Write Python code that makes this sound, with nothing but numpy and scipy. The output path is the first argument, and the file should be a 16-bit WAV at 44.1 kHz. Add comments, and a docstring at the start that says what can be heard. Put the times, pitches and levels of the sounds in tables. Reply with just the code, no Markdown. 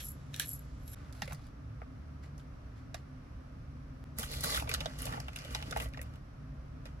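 """In a small kitchen humming with appliances, a pepper mill twisted over bread rolls is heard for just under a second:
corns crack as clicks that ring the mill body, and tinkle as tiny hits on narrow glass tones. The mill sound ends
abruptly; then a plastic bag of grated cheese snaps now and then. From about 4.2 s it is worked hard, with rustling
of dense tiny slips and soft low thumps, and one late crease near 6.9 s. The sound drops out briefly at 0.95 and
4.04 s. Two microphone ports a few centimetres apart hear it all, the left one slightly later."""
import sys
import numpy as np
from scipy import signal
from scipy.fft import rfft, irfft
from scipy.io import wavfile

SR = 44100
rng = np.random.default_rng(int(sys.argv[2]) if len(sys.argv) > 2 else 0)


def inscribe(sig):
    """Save sig as 16-bit PCM at rate SR to the path in sys.argv[1].

    A 1-D sig is mono; a 2-D sig holds one channel per row.
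    Samples are clipped to [-1, 1] before scaling.
    """
    pcm = np.round(np.clip(np.atleast_2d(sig).T, -1, 1) * 32767)
    wavfile.write(sys.argv[1], SR, pcm.astype(np.int16))


N = 308700
TIME = np.arange(N) / SR  # s
HZ = np.maximum(np.fft.rfftfreq(N, 1 / SR), 1)

# Levels of mill and bag parts are those before the path to the ports (PATH_COLOUR).
# kitchen background, louder while the bag is worked: [t/s, rumble with hum level/dB]
ROOM_LEVEL = [(0.0, -46.5), (4.1, -46.5), (4.6, -43.5), (5.2, -43), (5.36, -48.5), (5.5, -43), (5.67, -43),
              (5.88, -44), (6.3, -46.5), (7.0, -45)]
# spectrum shape of the rumble: [f/Hz, relative level per Hz/dB]
RUMBLE_SHAPE = [(24, -35), (33, -5.5), (48, -12), (62, -2.5), (85, -12.5), (125, -10), (170, -18),
                (240, -19.5), (300, -24.5), (400, -32)]
# motor tones: [f/Hz, width/Hz, level/dB on the scale where the rumble is RUMBLE_MIX_DB]
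MOTOR_TONES = [(55.5, 9, -55), (72.85, 7.1, -55.5), (110, 9.1, -59), (141.84, 8.6, -55.5),
               (256.95, 6.66, -61.5), (281.8, 15, -66), (643.5, 4.5, -75)]
RUMBLE_MIX_DB = -50.5  # only sets rumble against tones
# spectrum shape of the airy hiss: [f/Hz, relative level per Hz/dB]
AIR_SHAPE = [(250, -7.5), (420, -4), (620, 0), (900, -4.5), (1250, 0), (1900, -9), (2400, -12), (3500, -19),
             (5000, -19.5), (5800, -19), (6800, -28.5), (9000, -29.5), (15000, -35), (15800, -54)]
AIR_DB = -61.5  # wavers a little around this

# the pair of ports: [f/Hz, likeness for the background (0-1), likeness for near sounds (0-1),
# left minus right level/dB, extra left lag/rad]
PORT_PAIR = [(60.3, 1, 0.7, -1, 0.07), (207, 0.96, 0.78, 0.5, -0.04), (405, 0.32, 0.47, -1, 0.15),
             (525, 0.22, 0.47, -4.5, -0.45), (710, 0.16, 0.72, 0, 1.05), (970, 0.02, 0.73, -0.5, 1.94),
             (2540, 0, 0.4, -0.5, -1.45), (3880, 0.08, 0.71, -1, -0.9), (4880, 0, 0.22, -1, -2.3),
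             (6400, 0, 0.1, -3.5, -1.5), (8500, 0.63, 0.74, -1.5, -0.8), (10540, 0.8, 0.87, 1.5, 0.5),
             (11600, 1, 1, -2, -0.28), (13400, 1, 0.85, 1, -0.1), (15000, 1, 0.84, -3, -1)]
LEFT_LAG_S = 8 / SR
# path from mill and bag to the ports: [f/Hz, gain/dB]
PATH_COLOUR = [(350, -3.5), (700, -1), (1000, -6), (1300, -3), (5000, -4.5), (8000, -4.5), (9000, -3.5),
               (10500, -5), (13000, -7.5), (15500, -11)]
# mill, and bag at first, are further left: less lag, below this pitch
LEFT_SHIFT_S, SHIFT_TOP_HZ = -0.00014, 6600
BAG_LEFT_UNTIL_S = 4
PAN_DB, PAN_SPREAD_DB = -1, 2  # where cracks and snaps fall, left minus right

# pitch ranges called lows, mids, upper mids, highs: [low edge f/Hz, high edge f/Hz]
REGISTER_EDGES = [(400, 1700), (1700, 3500), (3500, 6500), (6500, 15800)]
LOW_TOP_HZ, MID_TOP_HZ = 1850, 3200  # limits of low and mid tones in rubbing sounds
ATTACK_SAMPLES = round(.004 * SR)

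# corns cracking in the burr: [t/s, low ring f/Hz, high ring f/Hz,
# attack level/dB in lows, mids, upper mids, highs]
CORN_CRACKS = [(0.3417, 1400, 3700, -65, -35, -38, -44), (0.3625, 506, 3570, -55, -46, -45, -40),
               (0.3973, 1640, 2990, -38, -26, -27.5, -23), (0.4105, 1650, 3290, -49, -50, -46, -43),
               (0.4201, 1600, 3370, -47.5, -41, -41.5, -39), (0.878, 480, 6200, -60, -73, -55, -45),
               (0.9328, 1500, 4900, -52, -64, -60, -50)]
# single corns on the glass: [t/s, strength/dB before TINK_LIFT_DB and the glass tones]
CORN_TINKS = [(0.006, -43), (0.0112, -44), (0.019, -44), (0.032, -39), (0.0381, -42), (0.046, -39),
              (0.052, -41), (0.0555, -36), (0.0673, -39), (0.0711, -39), (0.0801, -47), (0.083, -41),
              (0.1174, -35.5), (0.4587, -37), (0.464, -44), (0.472, -34), (0.4807, -35), (0.4861, -39),
              (0.4912, -26.5), (0.5024, -34), (0.508, -40), (0.5119, -39), (0.517, -37), (0.5196, -38),
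              (0.5285, -43), (0.5327, -30), (0.538, -30), (0.5428, -39), (0.5481, -38), (0.5534, -38),
              (0.5579, -46), (0.5926, -38), (0.8793, -44), (0.919, -41), (0.9327, -47)]
TINK_LIFT_DB = 30.5
# ringing tones of the glass: [f/Hz, width/Hz, relative level/dB]
GLASS_MODES = [(7330, 200, -7), (7700, 260, -9), (10360, 250, -11), (11350, 210, 7), (11570, 150, 2),
               (5400, 900, -25)]
# ringing tones of the mill body: [f/Hz, width/Hz, relative level/dB]
MILL_MODES = [(900, 860, -13), (1760, 90, -2.5), (2370, 680, -2), (3320, 480, -2), (3800, 400, -4),
              (4250, 420, -3), (5430, 600, -4.5), (6030, 950, -5.5), (7700, 360, -13)]
# the burr bites as the mill turns: [t/s, held/s, crunch level/dB before the body tones]
BURR_BITES = [(0, 0.0066, -47), (0.343, 0.042, -53.5), (0.403, 0.006, -44), (0.416, 0.013, -43),
              (0.883, 0.005, -65), (0.935, 0.01, -60.5)]
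BITE_RISE_DB_PER_S, BITE_FALL_DB_PER_S = 904, 376
BITE_LOWS_DB, BITE_HIGHS_DB = -3.5, -6  # relative to the crunch
# corns sliding along the glass after a twist: [t/s, held/s, tinkle level/dB before the glass tones]
CORN_SLIDES = [(0.04, 0.046, -40.5), (0.46, 0.033, -45), (0.5, 0.049, -41.5), (0.89, 0.037, -54.5),
               (0.934, 0.015, -46)]
SLIDE_RISE_DB_PER_S, SLIDE_FALL_DB_PER_S = 280, 341
SLIDE_HISS_DB = -9.5  # treble hiss of the sliding corns, relative to their tinkle
MILL_HISS_DB, MILL_HISS_HZ = -68, (2000, 7500)  # faint steady hiss, heard between the bites
MILL_SOUND_END_S = .9475

# the filled bag bumps and slumps: [t/s, f/Hz, peak level/dB]
BAG_THUMPS = [(1.22, 200, -44), (1.322, 150, -42), (4.186, 222, -43), (4.35, 70, -40), (4.44, 170, -41),
              (4.535, 62, -42), (4.572, 68, -36), (4.574, 160, -44), (4.62, 281, -44.5), (4.698, 121, -39),
              (4.808, 150, -38), (5.075, 118, -40), (5.11, 160, -43), (5.155, 250, -46), (5.518, 61.7, -40),
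              (5.68, 270, -46), (5.765, 62, -40), (5.85, 61.3, -37)]
THUMP_CYCLES = 1.28  # to the top of the swell; it sinks a little more slowly
# loud creases of the bag snapping: [t/s, low ring f/Hz, high ring f/Hz,
# attack level/dB in lows, mids, upper mids, highs]
BAG_SNAPS = [(1.1256, 1140, 4120, -70, -60, -48, -53.5), (1.2198, 835, 1860, -35, -30, -36, -43),
             (1.2555, 1480, 2070, -60, -53, -56, -55), (1.2768, 540, 2130, -48.5, -38.5, -53, -52),
             (1.2985, 610, 2090, -54, -50, -63, -62), (1.3084, 880, 2080, -46, -46, -60, -66),
             (1.3221, 1140, 2440, -40, -45, -50, -50), (1.3297, 1140, 6150, -58, -62, -50, -42),
             (1.3465, 850, 4730, -60, -69, -50, -53), (1.4665, 1190, 1836, -64, -73, -68, -61),
             (1.8172, 1270, 2000, -40, -46.5, -78, -73), (2.3791, 1400, 5600, -59, -72, -55, -59.5),
             (2.397, 1400, 2920, -74, -60, -63, -68), (2.9438, 700, 1800, -39, -39, -38.5, -45),
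             (4.1858, 1400, 1960, -42, -42, -42, -27), (4.194, 485, 1960, -49, -44, -44, -31),
             (4.2309, 1350, 2980, -43, -36, -42, -41), (4.338, 1420, 2080, -45, -39.5, -48, -39),
             (4.4074, 570, 4060, -63, -54, -37, -34), (4.4379, 1450, 4070, -34, -39, -34, -27.5),
             (4.448, 570, 4060, -45, -43, -35, -44), (4.4575, 485, 3430, -42, -50, -48, -30.5),
             (4.545, 1300, 1810, -37, -37, -44, -33), (4.5737, 1480, 2060, -31.5, -32, -45, -36),
             (4.598, 900, 2660, -42, -32, -43, -40), (4.6219, 860, 2460, -32.5, -43, -50, -45),
             (4.674, 960, 2350, -39.5, -40, -48, -65), (4.6924, 476, 2400, -47, -26, -45, -32.5),
             (4.7142, 1110, 2040, -36, -29.5, -34, -42), (4.7389, 1370, 4100, -36, -36, -24.5, -28),
             (4.7455, 1250, 4120, -47, -29, -29.5, -48), (4.8054, 590, 2780, -42.5, -29, -35, -42.5),
             (4.8581, 600, 3600, -32.5, -38.5, -31.5, -49), (4.9878, 477, 3000, -61, -56, -55, -39.5),
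             (5.001, 640, 2290, -58, -56, -53, -43), (5.0199, 1430, 4810, -51, -56, -56, -31),
             (5.0546, 555, 4400, -42, -49, -38.5, -33.5), (5.0674, 770, 2450, -37, -39, -42, -55),
             (5.124, 1400, 1730, -40, -40.5, -49, -48), (5.1371, 830, 1800, -37.5, -42, -61, -65),
             (5.1725, 850, 2250, -38, -52, -64, -68), (5.201, 850, 4800, -40.5, -45, -36, -44.5),
             (5.2824, 1170, 2700, -39, -37.5, -48, -53), (5.3318, 1170, 2040, -59, -47, -55, -56),
             (5.3604, 1020, 2720, -55, -31.5, -44.5, -38), (5.3876, 670, 2040, -58, -41, -41.5, -48),
             (5.448, 540, 3540, -53, -53, -46, -49), (5.548, 850, 2000, -34, -30.5, -28.5, -41.5),
             (5.6007, 1430, 2050, -51, -45, -60, -69), (5.615, 840, 2710, -44, -53, -50, -61),
             (5.6249, 850, 2760, -42.5, -37, -42.5, -50), (5.7097, 540, 3420, -48.5, -53, -35.5, -41),
             (5.7246, 1420, 1990, -32.5, -37.5, -43, -53), (5.7614, 870, 1950, -27.5, -38, -51, -62),
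             (5.771, 860, 2030, -36, -37, -43, -39), (5.8002, 880, 2770, -39, -30, -44.5, -38),
             (5.822, 1100, 2050, -41, -53, -55, -38), (5.8438, 1320, 2670, -53, -53, -55, -46),
             (5.857, 630, 3030, -46.5, -43, -63, -68), (5.8871, 480, 2050, -61, -71, -61, -57),
             (5.9358, 570, 2070, -58, -42, -53, -62), (5.944, 1650, 1770, -55, -42, -60, -70),
             (5.9733, 1150, 1980, -39.5, -44, -49, -61), (5.992, 537, 1900, -47.5, -39, -67, -81),
             (6.0148, 650, 2000, -53, -42, -52, -39), (6.1373, 1320, 2760, -60, -56, -61, -66),
             (6.1574, 650, 2800, -62, -58, -62, -61.5), (6.855, 580, 1960, -51, -43, -49.5, -56)]
# ringing patches of the film: [f/Hz, width/Hz, relative level/dB]
BAG_MODES = [(198, 89, -2.5), (334, 170, -8), (476, 55, -0.5), (617, 110, 2), (870, 120, 3), (1153, 57, 6),
             (1387, 380, 5), (1980, 170, 3.5), (2364, 233, -2), (2864, 230, 2.5), (3490, 500, 0),
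             (4120, 310, -1.5), (4650, 850, 2), (5930, 700, -9.5)]
# where the stretched film rings most: [t/s, centre f/Hz, lift/dB]
FILM_FOCUS = [(4.18, 3000, -6), (4.3, 3320, 5), (4.4, 4150, 6), (4.46, 4600, 6), (4.52, 4160, 11),
              (4.535, 3550, 14), (4.57, 3480, 7), (4.6, 2600, 8), (4.66, 2600, 4)]
# the hand squeezes the bag: [t/s, held/s, rustle level/dB before the film tones,
# then relative level/dB of lows, upper mids, highs]
BAG_SQUEEZES = [(0.96, 0.14, -70.5, 6.5, -3, -15), (1.15, 0.074, -62, -2.5, -1, -2),
                (1.23, 0.015, -52.5, -5.5, -2, -18), (1.295, 0.041, -59, -7, 0, -3),
                (1.37, 0.1, -71, 2, 2, -8), (2.235, 0.0078, -60, -2, -2, -18),
                (2.385, 0.014, -70, -4, 0, -2), (2.77, 0.023, -72, -2, 3, -9),
                (2.96, 0.0092, -60, -2, -3, -14), (4.187, 0.05, -44, -6, -0.5, 3.5),
                (4.26, 0.066, -51.5, -3, 1.5, -1), (4.315, 0.15, -50, -3, 4.5, 4.5),
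                (4.436, 0.033, -42.5, -0.5, 5, 6), (4.49, 0.091, -42.5, -1.5, 5, 4.5),
                (4.61, 0.08, -59, 6, -2, -8), (4.695, 0.048, -45.5, -4, -0.5, -12),
                (4.77, 0.13, -56, 2, 0, -13), (4.92, 0.055, -58, -1, 1, -16),
                (4.99, 0.086, -49.5, -5.5, 1.5, 1), (5.08, 0.08, -51.5, 2, -2.5, -9),
                (5.19, 0.15, -60, 0, -3, -25), (5.36, 0.14, -53, -2, -4, -12), (5.51, 0.032, -51, 0, 2, -3),
                (5.553, 0.015, -50, -2, 1, -5), (5.59, 0.05, -56, 1, -3, -10),
                (5.66, 0.09, -55, 0.5, 0, -10), (5.765, 0.07, -48.5, 0.5, -2.5, -1.5),
                (5.93, 0.14, -66.5, 2, -1, -15), (6.04, 0.12, -73, 6.5, -4, -10),
                (6.865, 0.004, -63.5, 6.5, -8, -24)]
SQUEEZE_RISE_DB_PER_S, SQUEEZE_FALL_DB_PER_S = 1202, 302

# all sound drops out for a moment: [t/s]
DROPOUTS_S = [.9475, 4.041]
DROPOUT_RETURN_S = 0.016
CUTOFF_HZ = 16800


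def amp(db):
    """Gain of a level in dB."""
    return 10 ** (np.asarray(db) / 20)


def rms_one(x):
    """Scale to an average strength (rms) of 1."""
    return x / np.sqrt(np.mean(x ** 2) + 1e-20)


def attack_one(x):
    """Scale so that the first 4 ms have rms 1 on each path."""
    return x / np.sqrt(np.mean(x[:, :ATTACK_SAMPLES] ** 2, axis=1, keepdims=True))


def at_hz(points, column=1):
    """Read a table at every frequency of the spectrum, on a log pitch scale."""
    points = np.array(points)
    return np.interp(np.log(HZ), np.log(points[:, 0]), points[:, column])


def drift(per_s):
    """Slow random wandering: straight lines between random points of spread 1."""
    count = round(N / SR * per_s) + 2
    return np.interp(TIME, np.linspace(0, N / SR, count), rng.standard_normal(count))


def band(x, low_hz, high_hz):
    """Keep one pitch range, scaled so that unit white noise comes out at rms 1."""
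    sos = signal.butter(2, [low_hz, min(high_hz, .45 * SR)], "band", fs=SR, output="sos")
    return signal.sosfilt(sos, x) * np.sqrt(SR / 2 / (high_hz - low_hz))


def resonance(x, hz, width_hz):
    """Let one tone ring (two-pole filter), with gain 1 on top; a narrow one rings longer."""
    r = np.exp(-np.pi * width_hz / SR)
    feedback = [1, -2 * r * np.cos(2 * np.pi * hz / SR), r * r]
    return signal.lfilter([(1 - r * r) / 2, 0, (r * r - 1) / 2], feedback, x)


def ring(x, hz, width_hz, db):
    """Ring one body tone, scaled so that unit white noise comes out near the given level."""
    return amp(db) * resonance(x, hz, width_hz) * np.sqrt(SR / np.pi / width_hz)


def dying(clicks, t60):
    """Give each click an exponential decay that falls 60 dB in t60 seconds."""
    return signal.lfilter([1], [1, -amp(-60 / (t60 * SR))], clicks + 1e-18)


def grains(per_s, spread_db, size=N):
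    """Random clicks, few of them large."""
    draw, out = rng.random(size) * SR / per_s, np.zeros(size)
    hit = draw < 1
    out[hit] = amp(spread_db * np.minimum(-np.log(draw[hit] + 1e-9), 4))
    return out


def efforts(rows, rise_db_per_s, fall_db_per_s):
    """Loudness curves that rise, hold and fall, powers adding: the level, then each relative column."""
    s, held, db, *relative = np.transpose(rows)
    t = TIME[::50]
    before = np.maximum(s[:, None] - t, 0)
    after = np.maximum(t - (s + held)[:, None], 0)
    shape = amp(-rise_db_per_s * before - fall_db_per_s * after)
    return [np.interp(TIME, t, np.sqrt(amp(db + c) ** 2 @ shape ** 2)) for c in [0] + relative]


def friction(envelopes, modes, focus, per_s, spread_db, t60, smooth, crinkle, shift_db, body_db, size):
    """Rubbing: dense tiny slips over a smooth part; crinkles reach all tones, own slips come and go in each."""
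    level, lows, upper, highs = (c[:size] for c in envelopes)
    s, centre_hz, lift_db = np.transpose(focus)
    centre_hz, lift_db = np.interp(TIME, s, centre_hz)[:size], np.interp(TIME, s, lift_db)[:size]
    white = rng.standard_normal((2, 3, size))
    shared = smooth + crinkle * rms_one(dying(grains(per_s / 4, spread_db, size), t60 / 2))
    hiss_slips = rms_one(rms_one(dying(grains(per_s, spread_db, size), t60)) + shared)
    out = highs * band(hiss_slips * white[0], 5100, 15200)
    for k, (hz, width_hz, db) in enumerate(modes):
        slips = rms_one(rms_one(dying(grains(per_s / 3, spread_db, size), t60)) + shared)
        nearness = np.exp(-(np.log(hz / centre_hz) / 0.099) ** 2)
        slips *= amp(shift_db * drift(14.0)[:size] + lift_db * nearness)
        envelope = lows if hz < LOW_TOP_HZ else level if hz < MID_TOP_HZ else upper
        out += ring(slips * white[1 - k % 2], hz, width_hz, db + body_db) * envelope
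    return np.pad(out, ((0, 0), (0, N - size)))


def tilted(x, levels_db):
    """Set one level at the centre of each register, smoothly between, without ringing ahead of time."""
    size = 4096
    hz = np.maximum(np.fft.rfftfreq(size, 1 / SR), 1)
    centres = np.log(REGISTER_EDGES).mean(axis=1)
    log_gain = np.log(amp(np.interp(np.log(hz), centres, levels_db)))
    # folding the cepstrum onto positive times makes the filter act only after its input
    folded = irfft(log_gain) * np.r_[1, 2 * np.ones(size // 2 - 1), 1, np.zeros(size // 2 - 1)]
    return irfft(rfft(x, size) * np.exp(rfft(folded)))[:, :x.shape[1]]


def snaps(rows, modes, click_db, t60, ring_share, ring_cycles, tail_db, tail_t60, high_tail_db):
    """A click and short rattle ring the body, two patches above all; a ragged tail follows."""
    t = TIME[:SR // 20]
    rise = 1 - np.exp(-t / 0.00051)  # the rattle takes a moment
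    attack, tail = rise * amp(-60 * t / t60), rise * amp(-60 * t / tail_t60)
    tail_gains = amp([[[tail_db]], [[high_tail_db]]])  # for the body, then for the highs
    filters = [signal.butter(3, edges, "band", fs=SR, output="sos") for edges in REGISTER_EDGES]
    for s, low_hz, high_hz, *levels_db in rows:
        pan_db = PAN_DB + PAN_SPREAD_DB * rng.standard_normal()
        white = rng.standard_normal((2, 3, len(t)))
        strength_db = 1.45 * rng.standard_normal(len(modes))
        ragged = amp(3.0 * np.repeat(rng.standard_normal(35), 63))  # the tail comes in uneven bits
        burst = white * (attack + tail_gains * tail * ragged)
        burst[:, 0, 0] += amp(click_db)
        # reflections within a millisecond
        burst[:, [1, 2], rng.integers(0, 40, 2)] += amp(click_db) * rng.choice([-1, 1], 2)
        patches = sum(attack_one(resonance(burst[0], hz, hz / ring_cycles)) for hz in (low_hz, high_hz))
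        body = 0
        for k, ((hz, width_hz, level_db), own_db) in enumerate(zip(modes, strength_db)):
            body = body + (-1) ** k * ring(burst[0], hz, width_hz, level_db + own_db)
        rung = ring_share * patches + attack_one(body)
        treble = attack_one(burst[1]) + 0.14 * rung
        sources = (rung, rung, rung, treble)
        sound = sum(attack_one(signal.sosfilt(sos, x)) for sos, x in zip(filters, sources))
        yield round(s * SR), tilted(sound, levels_db), pan_db


def placed(events):
    """Put events on the three paths; the pan weights each port's own path."""
    out = np.zeros((3, N + SR))
    for at, sound, pan_db in events:
        out[:, at:at + sound.shape[1]] += sound * amp([[0], [pan_db / 2], [-pan_db / 2]])
    return out[:, :N]


def ports(paths, column, shift_s=0, colour_db=0):
    """Mix three paths: one shared by both ports, late on the left, and one of its own for each."""
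    shared, left, right = rfft(paths) * amp(colour_db)
    alike = np.clip(at_hz(PORT_PAIR, column), 0, 1)
    lean = amp(at_hz(PORT_PAIR, column=3) / 2)
    lag_s = LEFT_LAG_S + shift_s * np.exp(-(HZ / SHIFT_TOP_HZ) ** 6)
    late = shared * np.exp(-1j * (2 * np.pi * HZ * lag_s + at_hz(PORT_PAIR, column=4)))
    pair = np.sqrt(alike) * np.array([late, shared]) + np.sqrt(1 - alike) * np.array([left, right])
    return irfft(pair * [lean, 1 / lean], N)


def kitchen():
    """Appliances: shaped noise as rumble, narrow noise as wavering motor tones, and a faint airy hiss."""
    s, rumble_db = np.transpose(ROOM_LEVEL)
    white = rng.standard_normal((3, 3, N))
    rumble = rms_one(irfft(rfft(white[0]) * amp(at_hz(RUMBLE_SHAPE)) * (HZ < 600), N))
    low_sound = rumble * amp(RUMBLE_MIX_DB)
    for hz, width_hz, db in MOTOR_TONES:
        tone = resonance(resonance(white[1], hz, width_hz), hz, width_hz)
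        low_sound = low_sound + amp(db) * rms_one(tone)
    air = rms_one(irfft(rfft(white[2]) * amp(at_hz(AIR_SHAPE)) * (HZ > 200), N))
    low_sound = rms_one(low_sound) * amp(np.interp(TIME, s, rumble_db))
    return low_sound + air * amp(AIR_DB + 0.21 * drift(2.8))


def thumps():
    """Each bump is a soft swell of a cycle or two at the pitch of the slumping load."""
    out, t = np.zeros(N + SR), TIME[:SR // 5]
    for s, hz, db in BAG_THUMPS:
        age = t * hz / THUMP_CYCLES
        swell = age * np.exp(1 - age)
        out[round(s * SR):][:len(t)] += amp(db) * swell * np.sin(2 * np.pi * hz * t)
    return out[:N]


def plastic_bag():
    """Squeezed film rubs and rings in many patches, and its loud creases snap."""
    rustle = efforts(BAG_SQUEEZES, SQUEEZE_RISE_DB_PER_S, SQUEEZE_FALL_DB_PER_S)
    bag = friction(rustle, BAG_MODES, FILM_FOCUS, per_s=900, spread_db=4.0, t60=0.004, smooth=1.25,
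                   crinkle=0.3, shift_db=3.0, body_db=-6.5, size=N)
    bag += placed(snaps(BAG_SNAPS, BAG_MODES, click_db=12.5, t60=0.0062, ring_share=1.68,
                        ring_cycles=7.5, tail_db=-9, tail_t60=0.06, high_tail_db=-6.0))
    return bag


def peppercorns(level):
    """Tiny hard touches ring the high glass tones; single corns strike each with a strength of its own."""
    rattle = rms_one(dying(grains(1200, 4.1, SR), 0.0055))
    touches = amp(11.5) * level[:SR] * rattle * rng.standard_normal((3, SR))
    s, tink_db = np.transpose(CORN_TINKS)
    strength_db = 1.8 * rng.standard_normal((len(s), len(GLASS_MODES)))
    out = 0
    for (hz, width_hz, db), own_db in zip(GLASS_MODES, strength_db.T):
        force = touches.copy()
        force[:, (s * SR).astype(int)] += amp(tink_db + TINK_LIFT_DB + own_db) * [[1], [1], [-1]]
        out = out + amp(db) * resonance(resonance(force, hz, width_hz), hz, 2.4 * width_hz)
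    return np.pad(out, ((0, 0), (0, N - SR)))


def pepper_mill():
    """The biting burr rubs and cracks corns, ringing the mill body, while loose corns tinkle on the glass."""
    crunch, = efforts(BURR_BITES, BITE_RISE_DB_PER_S, BITE_FALL_DB_PER_S)
    slide, = efforts(CORN_SLIDES, SLIDE_RISE_DB_PER_S, SLIDE_FALL_DB_PER_S)
    highs = crunch * amp(BITE_HIGHS_DB) + slide * amp(SLIDE_HISS_DB)
    grind = (crunch, crunch * amp(BITE_LOWS_DB), crunch, highs)
    steady_focus = [(0, 3500, 1.5)]  # t/s, centre f/Hz, lift/dB
    mill = friction(grind, MILL_MODES, steady_focus, per_s=2000, spread_db=2.0, t60=0.0047, smooth=1.3,
                    crinkle=0.3, shift_db=3.0, body_db=-1.0, size=SR)
    mill += peppercorns(slide)
    mill[:, :SR] += amp(MILL_HISS_DB) * band(rng.standard_normal((3, SR)), *MILL_HISS_HZ)
    mill += placed(snaps(CORN_CRACKS, MILL_MODES, click_db=18, t60=0.006, ring_share=0.37,
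                         ring_cycles=12.4, tail_db=-11.5, tail_t60=0.075, high_tail_db=-7.0))
    return mill * (TIME < MILL_SOUND_END_S)  # the mill sound is cut off here, ringing included


def scene():
    """Mill and bag close by, the kitchen around them, with brief dropouts."""
    heard = ports(kitchen() + thumps(), column=1)
    bag, mill = plastic_bag(), pepper_mill()
    early = TIME < BAG_LEFT_UNTIL_S
    for near, shift_s in [(mill + bag * early, LEFT_SHIFT_S), (bag * ~early, 0)]:
        heard += ports(near, column=2, shift_s=shift_s, colour_db=at_hz(PATH_COLOUR))
    for s in DROPOUTS_S:
        # silent at once, then back in a straight line
        heard *= np.where(TIME < s, 1, np.minimum((TIME - s) / DROPOUT_RETURN_S, 1))
    return heard


def record(dry):
    """Cut the very top of the treble with a steep low-pass filter."""
    return signal.sosfilt(signal.cheby2(12, 60, CUTOFF_HZ, fs=SR, output="sos"), dry)


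dry = scene()
out = record(dry)
inscribe(out)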